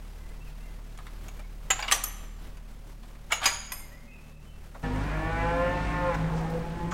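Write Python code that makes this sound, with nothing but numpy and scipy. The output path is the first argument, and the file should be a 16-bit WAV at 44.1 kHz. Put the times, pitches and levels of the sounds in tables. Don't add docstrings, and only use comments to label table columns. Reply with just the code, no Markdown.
import sys
import numpy as np
from scipy import signal
from scipy.fft import rfft, irfft
from scipy.io import wavfile
from scipy.ndimage import uniform_filter1d

SR = 44100
rng = np.random.default_rng(int(sys.argv[2]) if len(sys.argv) > 2 else 0)


def file_out(sig):
    cols = np.atleast_2d(sig).T
    lim = np.clip(cols, -1, 1)
    pcm = np.round(lim * 32767).astype(np.int16)
    wavfile.write(sys.argv[1], SR, pcm)


def gain_from_db(level_db):
    decades = np.asarray(level_db, float) / 20
    return 10 ** decades


N = 305613
T = np.arange(N) / SR
JUMP_S = 4.83


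def unit(x):
    return x / np.sqrt(np.mean(x ** 2))


def curves(table):
    s, *columns = np.transpose(table)
    gate = np.clip(np.minimum(T - s[0], s[-1] + 0.034 - T) / 0.012, 0, 1)
    return [gate] + [np.interp(T, s, column) for column in columns]


def walk(rate):
    hold = int(SR / rate)
    steps = np.repeat(rng.standard_normal(N // hold + 1), hold)
    return 1.197 * uniform_filter1d(uniform_filter1d(steps, hold), hold)[:N]


def tone(phase, db):
    return np.sqrt(2) * gain_from_db(db) * np.sin(phase + rng.uniform(0, 2 * np.pi))


def turns(hz):
    return 2 * np.pi * np.cumsum(hz) / SR


def band(x, lo_hz, hi_hz):
    return signal.sosfilt(signal.butter(2, [lo_hz, hi_hz], "bandpass", fs=SR, output="sos"), x)


def noise(spectrum, ref_hz, flicker_db):
    f = np.arange(N // 2 + 1) * SR / N + 1e-3
    hz, db = np.transpose(spectrum)
    full = rfft(rng.standard_normal(N)) * gain_from_db(np.interp(np.log(f), np.log(hz), db))
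    inside = (f > ref_hz[0]) & (f < ref_hz[1])
    scale = np.sqrt(np.mean(irfft(full * inside, N) ** 2))
    out = 0
    for k in range(11):
        octave = np.clip(1 - abs(np.log2(f / 16) - k), 0, 1)
        out = out + irfft(full * octave, N) * gain_from_db(flicker_db * walk(15))
    return out / scale


def beat(null_s, period_s, depth):
    return np.sqrt(1 - depth * np.cos(np.pi * (T - null_s) / period_s) ** 2)


# start_s, firing_hz, level_db
IDLE = [(0, 37.5, -41.5), (.5, 37.88, -40.5), (1.7, 38.19, -40.5), (2.3, 38.19, -41), (2.85, 37.52, -43.5),
        (3.45, 37.95, -47.5), (3.9, 38.32, -47), (4.35, 37.46, -48.5), (4.8, 37.7, -43),
        (6.93, 38.13, -43.5)]
# multiple, level_db
IDLE_OVERTONES = [(3, -65), (4, -59.5), (5, -65), (6, -66), (7, -72)]
# pitch_hz, level_db (per Hz)
YARD = [(4, -12), (12, 15.5), (24, -10), (50, -12.5), (90, -10), (212, -18.5), (490, -22), (850, -24.5),
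        (2600, -31.5), (3640, -34.5), (8000, -39), (15500, -43)]
HISS_DB, HISS_FOLLOW = -62.5, 0.47


def idling():
    _, hz, db = curves(IDLE)
    phase = turns(hz * (1 + 0.0045 * walk(6)))
    out = tone(phase, db + 0.85 * walk(7.4))
    out += tone(2 * phase, -53 + 1.2 * walk(9.9)) * beat(null_s=0.75, period_s=1.094, depth=0.83)
    out += sum(tone(k * phase, overtone_db + 2 * walk(6)) for k, overtone_db in IDLE_OVERTONES)
    throb = (1 + 0.16 * np.cos(phase)) * gain_from_db(1.6 * walk(25.24))
    hiss = noise(YARD, (3000, 12000), 0.48) * gain_from_db(HISS_DB + HISS_FOLLOW * (db + 40.5))
    return out + hiss * throb


# start_s, firing_hz, load_db
FAST = [(4.83, 51.24, -2.5), (5.0, 50.5, 0), (5.22, 50.3, -2), (5.5, 52.7, 0.5), (5.7, 52.34, -1),
        (5.87, 52.83, 1.5), (6.1, 53.5, -1), (6.2, 53.92, 1.5), (6.6, 54.7, -1), (6.93, 54.36, -1)]
# pitch_hz, level_db
BOOM = [(50, -30.5), (53.3, -35), (55, -43), (104, -37.5), (109, -47), (152, -39), (159.5, -39), (162, -35)]
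# pitch_hz, level_db (per Hz)
ROAR = [(4, 1), (12, 6), (30, -18), (108, -5.5), (226, -6), (460, -13), (730, -13.5), (1730, -18.5),
        (3000, -28), (5000, -35.5), (9000, -42.5), (11000, -55), (15500, -65)]
ROAR_DB, ROAR_FADE_S, ROAR_FADE_DB_PER_S = -42.5, 5.85, -4


def fast_diesel():
    _, hz, load_db = curves(FAST)
    phase = turns(hz * (1 + 0.0023 * walk(8)))
    boom_hz, boom_db = np.transpose(BOOM)
    one, two, three = (
        tone(k * phase, load_db + np.interp(k * hz, boom_hz, boom_db) + 1.35 * walk(22)) for k in (1, 2, 3))
    out = one + two * beat(null_s=5.14, period_s=0.4, depth=0.89) + three * gain_from_db(2.1 * walk(14))
    out += sum(tone(k * phase, -44 - 2.64 * k + 4 * walk(3.08)) for k in range(4, 9))
    whistle = tone(turns(8350 + 60 * walk(150)), -77 + 4 * walk(28))
    roar_db = ROAR_DB + load_db + ROAR_FADE_DB_PER_S * np.maximum(T - ROAR_FADE_S, 0)
    roar = noise(ROAR, (200, 450), 1.1) * gain_from_db(roar_db) * (1 + 0.1 * np.cos(phase))
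    return (T > JUMP_S) * (out + whistle + roar)


RING_S = [1.7025, 1.825, 1.879, 1.9205, 2.0375, 3.318, 3.436, 3.4555, 3.7185, 1.282, 6.912, 1.79, 1.9205,
          3.318, 3.4555, 3.7185, 1.8, 1.946]
LOOSE = [.12, 1, .5, 1, .8, 1, .4, 1.3, .5, 1, 1, 1, 1, 1, 1, 1, .1, .3]
# (level_db, contact_ms), then modes of pitch_hz, level_db, t60_s
FRAME_RINGS = [
    ((-29.5, 4.34), [(6780, 3, 0.16), (7290, 5.5, 0.06), (8900, -22, 0.15), (8330, -12, .07), (11130, -16, 0.0396), (9911, -19, 0.25), (12790, -10, 0.097), (13570, -35.5, 0.2)] + [(775, -4.0, 0.1), (1336, -0.5, 0.035), (1620, 0.5, 0.029), (3020, -4, 0.045), (2000, 0, 0.056), (2880, -10.5, 0.11)]),
    ((-35, 1.9), [(4750, 3.5, 0.0395), (6780, -18, 0.09)]),
    ((-41, 6), [(5030, -7, 0.057), (2800, 4, 0.034), (8070, -10, 0.3)]),
    ((-28.5, 6.5), [(6000, -6.0, 0.31), (5700, -9.5, .12), (6180, 9.0, 0.03), (6380, -9.5, 0.14), (6750, -13, 0.27), (8200, 2, 0.12), (9410, -8, 0.24), (9750, -7, 0.24), (10230, -17.0, 0.245), (12940, -25.5, 0.1)] + [(7600, 5.0, 0.046), (11860, -7, 0.22), (14900, -11, 0.129)]),
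               ((-39.5, 2.8), [(5860, -17, 0.99), (6170, -5, 0.57), (6000, -14, 0.66), (7320, -11.5, 0.97), (5100, -12, .05), (9100, -6, 0.49), (11240, -8, 0.28), (11340, 5.5, 0.2), (11450, 6, 0.081), (11700, 4, 0.2), (12940, -4, 0.23), (1260, 0.5, 0.035), (3080, -24, .15)]),
    ((-30.5, 9.6), [(4040, -18, 0.16), (6060, -9, 0.22), (6700, -4.0, 0.33), (7000, -1, 0.071), (10100, -27, 0.49)] + [(2300, 5.6, 0.054), (2874, 5.5, 0.037)]),
    ((-44, 8.1), [(9930, 3, 0.6), (9900, -3, .06), (14900, -16, .12)]),
    ((-25.5, 8.4), [(2870, -4.5, 0.14), (3850, -8.0, 0.088), (4160, -16, 0.25), (4953, -16.5, 0.84), (6600, 4, 0.064), (6770, -6.5, 0.68), (6480, -13, 1.0), (8400, -7.5, 0.17), (9600, -16, 0.11), (11500, -18, 0.12), (11800, -14, .1), (13100, -15, 0.2), (14900, -18, 0.16)] + [(4750, -14, 0.44), (4890, 4, 0.041), (2360, 0.5, 0.082)]),
               ((-38.5, 5.4), [(5060, -4.5, 0.44), (6400, -11.5, 0.58), (6400, -0.5, 0.049), (9290, 0, 0.4), (11640, -5, 0.3), (11850, -9, 0.4), (11440, -6, 0.36), (12270, -3, 0.34), (13090, -12, 0.38), (14970, -14, 0.18)] + [(1970, 0, 0.027)]),
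    ((-54, 3.1), [(6640, 8.5, 0.048), (11800, -1, 0.092), (15450, -8, .08)]),
    ((-44.5, 14), [(1490, 2, 0.086), (1130, 5, 0.094), (1268, 4, 0.068), (6800, -3, .06)]),
]
BODY_RINGS = [
    ((-37.5, 3.7), [(840, -0.24, .08), (1040, -2, 0.1), (1940, 0, .05), (2270, -2, .06)]),
    ((-31, 2.27), [(617, -20, .1), (797, -2.5, .1), (1160, 1.5, 0.049), (1740, -10, 0.0606), (2750, 2, .06), (3100, -6, .07)]),
    ((-31, 6.6), [(710, -6, 0.093), (985, -10, .07), (1220, -3, 0.045), (1976, -4, .06), (3400, -5, .07), (4030, -9, 0.14), (5140, -6, 0.091), (7370, -11, .1)]),
    ((-30.5, 13), [(602, -11.5, 0.19), (789, -7, 0.18), (946, -11, 0.24), (1170, -2, .1), (1340, -8, .1), (1680, -4.5, 0.084), (1953, -2.5, 0.18), (3260, -2, 0.091), (6050, 1, .1), (7550, -12, 0.14)]),
    ((-41, 2.5), [(1026, -5, 0.082), (2500, 3.5, 0.03), (3430, -5, .06), (7540, -10.5, 0.48)]),
]
PIN_RINGS = [
    ((-42, 3.4), [(6860, 1.5, .06), (7300, -16, .05)]),
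    ((-38, 3.95), [(5770, 0.5, .08), (6870, 4, .15), (8430, -4, 0.104), (9700, -6, .15), (12940, -8, 0.099)]),
]
THIN_HZ, THIN_SHARE = 8000, .32


def steel():
    out, t = np.zeros(N + SR), T[:SR]
    rings = FRAME_RINGS + BODY_RINGS + PIN_RINGS
    for s, loose, ((db, contact_ms), modes) in zip(RING_S, LOOSE, rings):
        chatter = 0.028 * np.exp(-t / 0.094)
        push = np.minimum(t * 3000 / contact_ms, 1) * (np.exp(-t * 1000 / contact_ms) + chatter)
        push = push * rng.standard_normal(SR)
        ring = 0
        for hz, mode_db, t60 in modes:
            play = loose * (THIN_SHARE if hz > THIN_HZ else 1)
            wobble = np.tanh(uniform_filter1d(rng.standard_normal(SR), size=180) * 13)
            flutter = gain_from_db(5 * np.sqrt(play) * wobble * np.minimum(t / .03, 1))
            offsets = np.array([0, .014, -.018]) * play * rng.uniform(0.37, 1.4, 3)
            decay = np.log(1000) / (np.clip(t60, .03, .8) * SR)
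            for off, share in zip(offsets, (1, .7, .55)):
                pole = np.exp(2j * np.pi * hz * (1 + off) / SR - decay)
                z = signal.lfilter([1], [1, -pole], push)
                ring = ring + share * gain_from_db(mode_db) * flutter * z.imag / abs(z).max()
        i = int(s * SR)
        out[i:i + SR] += gain_from_db(db) * ring
    return out[:N]


HUM_DB, HUM_T60_S = -22, 0.43


def knocks(table, rise_ms, soft_t60_s, shrink):
    out, t = np.zeros(N + SR), T[:SR // 2]
    for s, db, thud_db, fizz_db in table:
        t60 = soft_t60_s * (1 - shrink * (db + 28.0))
        chance = rng.standard_normal((6, len(t)))
        grain = gain_from_db(3.0 * uniform_filter1d(chance[3], size=30) * np.sqrt(30))
        fall_db = -60 * t / t60
        shape = np.minimum(t * 1000 / rise_ms, 1) * grain
        thud_rise_db = 6.5 * np.minimum(t / 0.021, 1) - 1
        thud = gain_from_db(thud_db + thud_rise_db + fall_db) * unit(band(chance[0], 654, 1280))
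        clack = gain_from_db(fall_db) * unit(band(chance[1], 1350, 3450))
        fizz = gain_from_db(fizz_db + 2.0 * fall_db) * unit(band(chance[2], 5500, 10700))
        body = chance[4, :400] * np.exp(-t[:400] / 0.0023) + 11 * (t[:400] == 0)
        body = body / np.linalg.norm(body)
        rattle = signal.fftconvolve(shape * (thud + clack + fizz), body)[:len(t)]
        shiver = np.minimum(t / .015, 1) * gain_from_db(HUM_DB - 60 * t / HUM_T60_S) * unit(band(chance[5], 330, 3900))
        i = int(s * SR)
        out[i:i + len(t)] += gain_from_db(db - 8) * shiver + gain_from_db(db - 13.0) * rattle
    return out[:N]


# start_s, level_db (peak), thud_db, fizz_db
BLOWS = [
    (1.7025, -14.5, -19, -15),
    (1.8248, -18, -1, -22),
    (1.8791, -14, -9, -31),
    (1.9126, -9.5, -11, -3),
    (1.9204, -5, -11, -2.5),
    (2.0373, -31.5, -10, 14.5),
    (3.4555, -14.5, -19, -25),
    (3.7199, -35, -1, 2),
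]
SCRAPES = [(1.704, -8.5, -10.5, -21), (1.7394, -42, -17, -11), (1.7874, -24.5, -5, -15),
           (1.9444, -30, -4, -13), (3.3004, -29, 4.5, -35), (3.3124, -23, -7, -7), (3.3174, -9, -9, -3),
           (3.3494, -39, -20, 7), (3.4114, -23, 3.5, -17), (3.4994, -42, -20, 2), (3.5244, -48, -8.5, 15),
           (6.9107, -30, 2, -26.5)]
DRAGS = [
    (3.4244, -19.5, -11, -21),
    (3.4354, -21.5, -15, -3),
]
TAPS = [(0.2894, -45, -14, 2), (0.7844, -55, 15.5, -11), (0.9744, -42, -2.5, 5.5), (0.9862, -36, 6, -5),
        (1.0665, -33.5, 1.5, -5), (1.282, -34, -2, -4), (1.3744, -56, 3.5, 5), (1.3927, -41, 10.5, 2),
        (2.4089, -58, -15, -16), (2.5694, -39.5, -1, -1.5), (3.03, -42, 5, -8), (3.1484, -43.5, 3, -6.5),
        (3.8, -47.5, 11, -20), (4.2794, -46, -7.5, -3), (4.7456, -44.5, 14.5, -20),
        (6.1394, -34.5, 13.5, -40), (6.3779, -35, 5, -30)]


def contacts():
    out = knocks(BLOWS, rise_ms=0.83, soft_t60_s=0.14, shrink=0.019)
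    out += knocks(SCRAPES, rise_ms=6.8, soft_t60_s=0.24, shrink=0.034)
    out += knocks(DRAGS, rise_ms=7.8, soft_t60_s=0.53, shrink=.005)
    return out + knocks(TAPS, rise_ms=1.9, soft_t60_s=0.074, shrink=0.0045)


def swishes(table):
    out, t = np.zeros(N + SR), T[:SR // 2]
    for s, length, centre_hz, width_hz, db in table:
        hiss = unit(band(rng.standard_normal(len(t)), centre_hz - width_hz / 2, centre_hz + width_hz / 2))
        i = int(s * SR)
        out[i:i + len(t)] += gain_from_db(db) * hiss * np.sin(np.pi * np.clip(t / length, 0, 1) ** .6)
    return out[:N]


# start_s, length_s, centre_hz, width_hz, level_db
BRUSHES = [(1.8, .012, 11000, 9000, -52), (1.904, 0.013, 11000, 9000, -46), (1.961, 0.012, 6000, 6000, -40),
           (3.303, 0.011, 6850, 500, -54), (3.32, 0.035, 10500, 10000, -42), (3.92, .015, 11000, 9000, -62),
           (4.958, .01, 6000, 4000, -54), (6.143, .02, 5700, 2600, -51), (6.361, 0.058, 5800, 3000, -56.5),
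           (6.499, .012, 9500, 11070, -54), (6.516, 0.0053, 11030, 8000, -60),
           (6.655, .012, 11310, 8000, -63), (6.908, 0.032, 6460, 1600, -49)]


def brushes():
    return swishes(BRUSHES)


# pitch_hz, level_db
THROAT = [(150, -8.5), (350, -14), (700, -7), (1150, -8.5), (1300, -17), (1480, -9), (1620, -17),
          (1780, -6.5), (1980, -18.5), (2320, -15), (2520, -22), (2700, -20.5), (3100, -29.5), (4500, -48)]
TAUT_HZ = 166
CLOSING_S, CLOSING_RISE_S, CLOSING_HZ, CLOSING_DB = 6.06, 0.023, 530, 2.5
CLOSING_DULL_DB = -2


def cow(table, pen, jitter, patchy_db, breath_db, chest_db, dull_db, flutter_db):
    gate, hz, effort = curves(table)
    hoarse = np.clip((TAUT_HZ - hz) / 20, .04, 1)
    phase = turns(hz * (1 + jitter * hoarse * walk(140)))
    throat_hz, throat_db = np.transpose(THROAT)
    swell = -.5 * ((T - CLOSING_S) / CLOSING_RISE_S) ** 2
    closed = np.clip((T - CLOSING_S) / 0.081, 0, 1) * (T < table[-1][0] + .05)
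    on, out = gate > 0, 0
    for k in range(1, 27):
        lift = np.zeros(N)
        lift[on] = sum(db * np.exp(-.5 * ((k * hz[on] - at_hz) / width) ** 2) for at_hz, width, db in pen)
        lift += CLOSING_DB * np.exp(swell - ((k * hz - CLOSING_HZ) / 90) ** 2)
        lift += CLOSING_DULL_DB * (k > 6) * closed
        patchy = patchy_db * walk(16) * np.exp(-abs(lift) / 6)
        db = effort + np.interp(k * hz, throat_hz, throat_db) + lift + patchy - 4 * hoarse
        db = db + chest_db * (k < 3) + dull_db * np.log2(k / 4)
        out = out + tone(k * phase, db + flutter_db * walk(45))
    breath = unit(band(rng.standard_normal(N), 370, 1700)) * (1 + .5 * np.cos(phase))
    return gate * (out + breath * gain_from_db(effort + breath_db + 4.5 * hoarse))


def lowing(table, slope_db):
    gate, hz, db = curves(table)
    phase = turns(hz * (1 + 0.0035 * walk(30)))
    return gate * sum(tone(k * phase, db + slope_db * (k - 1) + 3 * walk(15)) for k in range(1, 5))


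# start_s, pitch_hz, level_db (effort)
NEAR_COW = [(4.94, 131, -44.5), (5.13, 154, -41), (5.3, 163.6, -39), (5.53, 170.9, -37.5),
            (5.69, 176.7, -36), (5.85, 178.9, -41), (6.01, 177.2, -36.5), (6.085, 175.6, -35.5),
            (6.13, 166.4, -38.5)]
NEXT_COW = [(6.22, 147, -50.5), (6.35, 158, -45), (6.55, 166, -52.5), (6.7, 171.4, -51.5),
            (6.85, 171.6, -44.5), (6.93, 173.6, -52)]
LAST_COW = [(4.83, 159.4, -38.5), (4.88, 157.6, -42), (4.98, 156.2, -52)]
# pitch_hz, width_hz, level_db
NEAR_PEN = [(504.7, 4.3, 14.5), (521.9, 8.5, 19.5), (544, 3.6, -4), (838, 15.6, 11), (890, 9.7, 5),
            (1005, 12, 7), (1042.6, 8.5, 11.5), (1063, 4.9, 2), (1067, 2.6, 5), (624, 12, 11),
            (1116, 13, 7), (1376, 33, 7.5), (1489, 11, 9), (1606, 11, -10), (1680, 17, 9), (1775, 19, 2),
            (1880, 13, -1), (2000, 14, 14.5), (2155, 7.4, 8.5), (2413, 33, 7.5), (2340, 16, 8),
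            (2677, 11, 9), (3620, 40, 12)]
NEXT_PEN = [(462, 22, 11.3), (500, 8.1, 21.6), (816.6, 11, 13.4), (846, 12.5, 7.2), (878, 11, 8.1),
            (906, 28, 12)]
# start_s, pitch_hz, level_db
FAR_COW = [(5.3, 247.5, -51), (5.55, 272.4, -44), (5.8, 292.2, -43), (6.05, 292.4, -45), (6.2, 270, -42.5),
           (6.32, 237.5, -73)]
CALF = [(6.25, 504.4, -60), (6.4, 537.5, -45), (6.52, 543.5, -47), (6.66, 528.7, -62)]
GRUNT = [(4.83, 249.7, -40), (4.9, 251.8, -38.5), (4.96, 259.5, -39), (5.05, 281, -44), (5.2, 317.4, -46),
         (5.35, 332.5, -40.5)]


def herd():
    out = cow(NEAR_COW, NEAR_PEN, jitter=0.0261, patchy_db=3.6, breath_db=-10.5,
              chest_db=.1, dull_db=0.19, flutter_db=1.2)
    out += cow(NEXT_COW, NEXT_PEN, jitter=0.0081, patchy_db=4.2, breath_db=-17.0,
               chest_db=5.0, dull_db=-3.0, flutter_db=4.8)
    out += cow(LAST_COW, NEXT_PEN, jitter=0.0115, patchy_db=3.3, breath_db=-12,
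               chest_db=.1, dull_db=.1, flutter_db=2.5)
    return out + lowing(FAR_COW, -18) + lowing(CALF, -8.0) + lowing(GRUNT, -18)


# start_s, length_s, centre_hz, width_hz, level_db
HOARSE_BANDS = [
    (6.15, 0.53, 855, 60, -46),
    (6.3, 0.44, 720, 50, -49),
    (6.35, 0.26, 1256, 60, -53),
    (6.7, 0.29, 343.5, 30.09, -44.5),
]


def hoarse_bands():
    return swishes(HOARSE_BANDS)


# start_s, length_s, from_hz, to_hz, level_db
SONG = [(0.186, 0.14, 2000, 2060, -62), (0.406, 0.034, 2600, 2670, -61.5), (0.458, 0.034, 2760, 2560, -59),
        (0.59, 0.078, 2610, 2750, -69), (0.59, 0.18, 2100, 2060, -69), (1.347, 0.023, 3010, 3040, -62),
        (1.391, 0.021, 2400, 2340, -58), (3.76, .1, 2120, 2105, -59), (3.908, 0.08, 1880, 2095, -58.5),
        (3.975, 0.074, 2106, 2090, -59.5), (4.077, 0.13, 2500, 2470, -60.5),
        (4.114, 0.057, 2635, 2640, -57.5), (4.17, 0.21, 2630, 2620, -68), (4.07, 0.084, 2100, 2090, -69),
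        (1.435, 0.028, 2270, 2200, -64), (4.414, .03, 2720, 2750, -70), (4.464, 0.09, 3060, 2980, -67),
        (4.51, 0.092, 2620, 2700, -67)]


def blackbird():
    out = 0
    for s, length, from_hz, to_hz, db in SONG:
        u = np.clip((T - s) / length, 0, 1)
        glide_hz = from_hz + (to_hz - from_hz) * u ** 0.74 + 40 * walk(120)
        out = out + np.sin(np.pi * u) ** 0.22 * tone(turns(glide_hz), db)
    return out * gain_from_db(4.5 * np.tanh(walk(45)))


# pitch_hz, level_db
DRONE = [(222, -65.5), (558, -71)]
DRONE_FROM_S = 2.2


def drone():
    swell = np.clip((T - DRONE_FROM_S) / .6, 0, 1) * (T < JUMP_S)
    return swell * sum(tone(turns(hz + 12 * walk(50)), db + 4 * walk(30)) for hz, db in DRONE)


SHED_T60_S, SHED_DARK_HZ = 1, 3360


def shed(x):
    t = T[:SR]
    late = rng.standard_normal((2, SR)) * np.clip((t - .008) / 0.0049, 0, 1)
    low = band(late[0], 150, SHED_DARK_HZ) * gain_from_db(-60 * t / SHED_T60_S)
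    high = .5 * band(late[1], SHED_DARK_HZ, 14000) * gain_from_db(-60 * t / (.62 * SHED_T60_S))
    return signal.fftconvolve(x, unit(low + high) / np.sqrt(SR))[:N]


def scene():
    metal = band(contacts() + steel(), 400, 17000)
    cattle = herd()
    bird = blackbird()
    echo = shed(gain_from_db(-18.5) * metal + gain_from_db(-14) * cattle + gain_from_db(-12.5) * bird)
    mono = idling() + fast_diesel() + metal + cattle + bird + echo
    mono = mono + brushes() + hoarse_bands() + drone()
    return np.array([mono, mono])


def low_pass(x):
    return signal.sosfilt(signal.butter(12, 16810, fs=SR, output="sos"), x)


def record(dry):
    # lo_hz, hi_hz, level_db of the trace
    bands = [(40, 1200, -39), (1200, 3000, -36), (3000, 6000, -30), (6000, 10000, -30), (10000, 15000, -19)]
    trace = sum(gain_from_db(db) * band(dry[0], lo_hz, hi_hz) * walk(700) for lo_hz, hi_hz, db in bands)
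    wide = dry + np.array([trace, -trace])
    top_hz = 15900
    wide = signal.sosfilt(signal.ellip(10, .2, 80, top_hz, fs=SR, output="sos"), wide)
    return low_pass(wide)


dry = scene()
out = record(dry)
file_out(out)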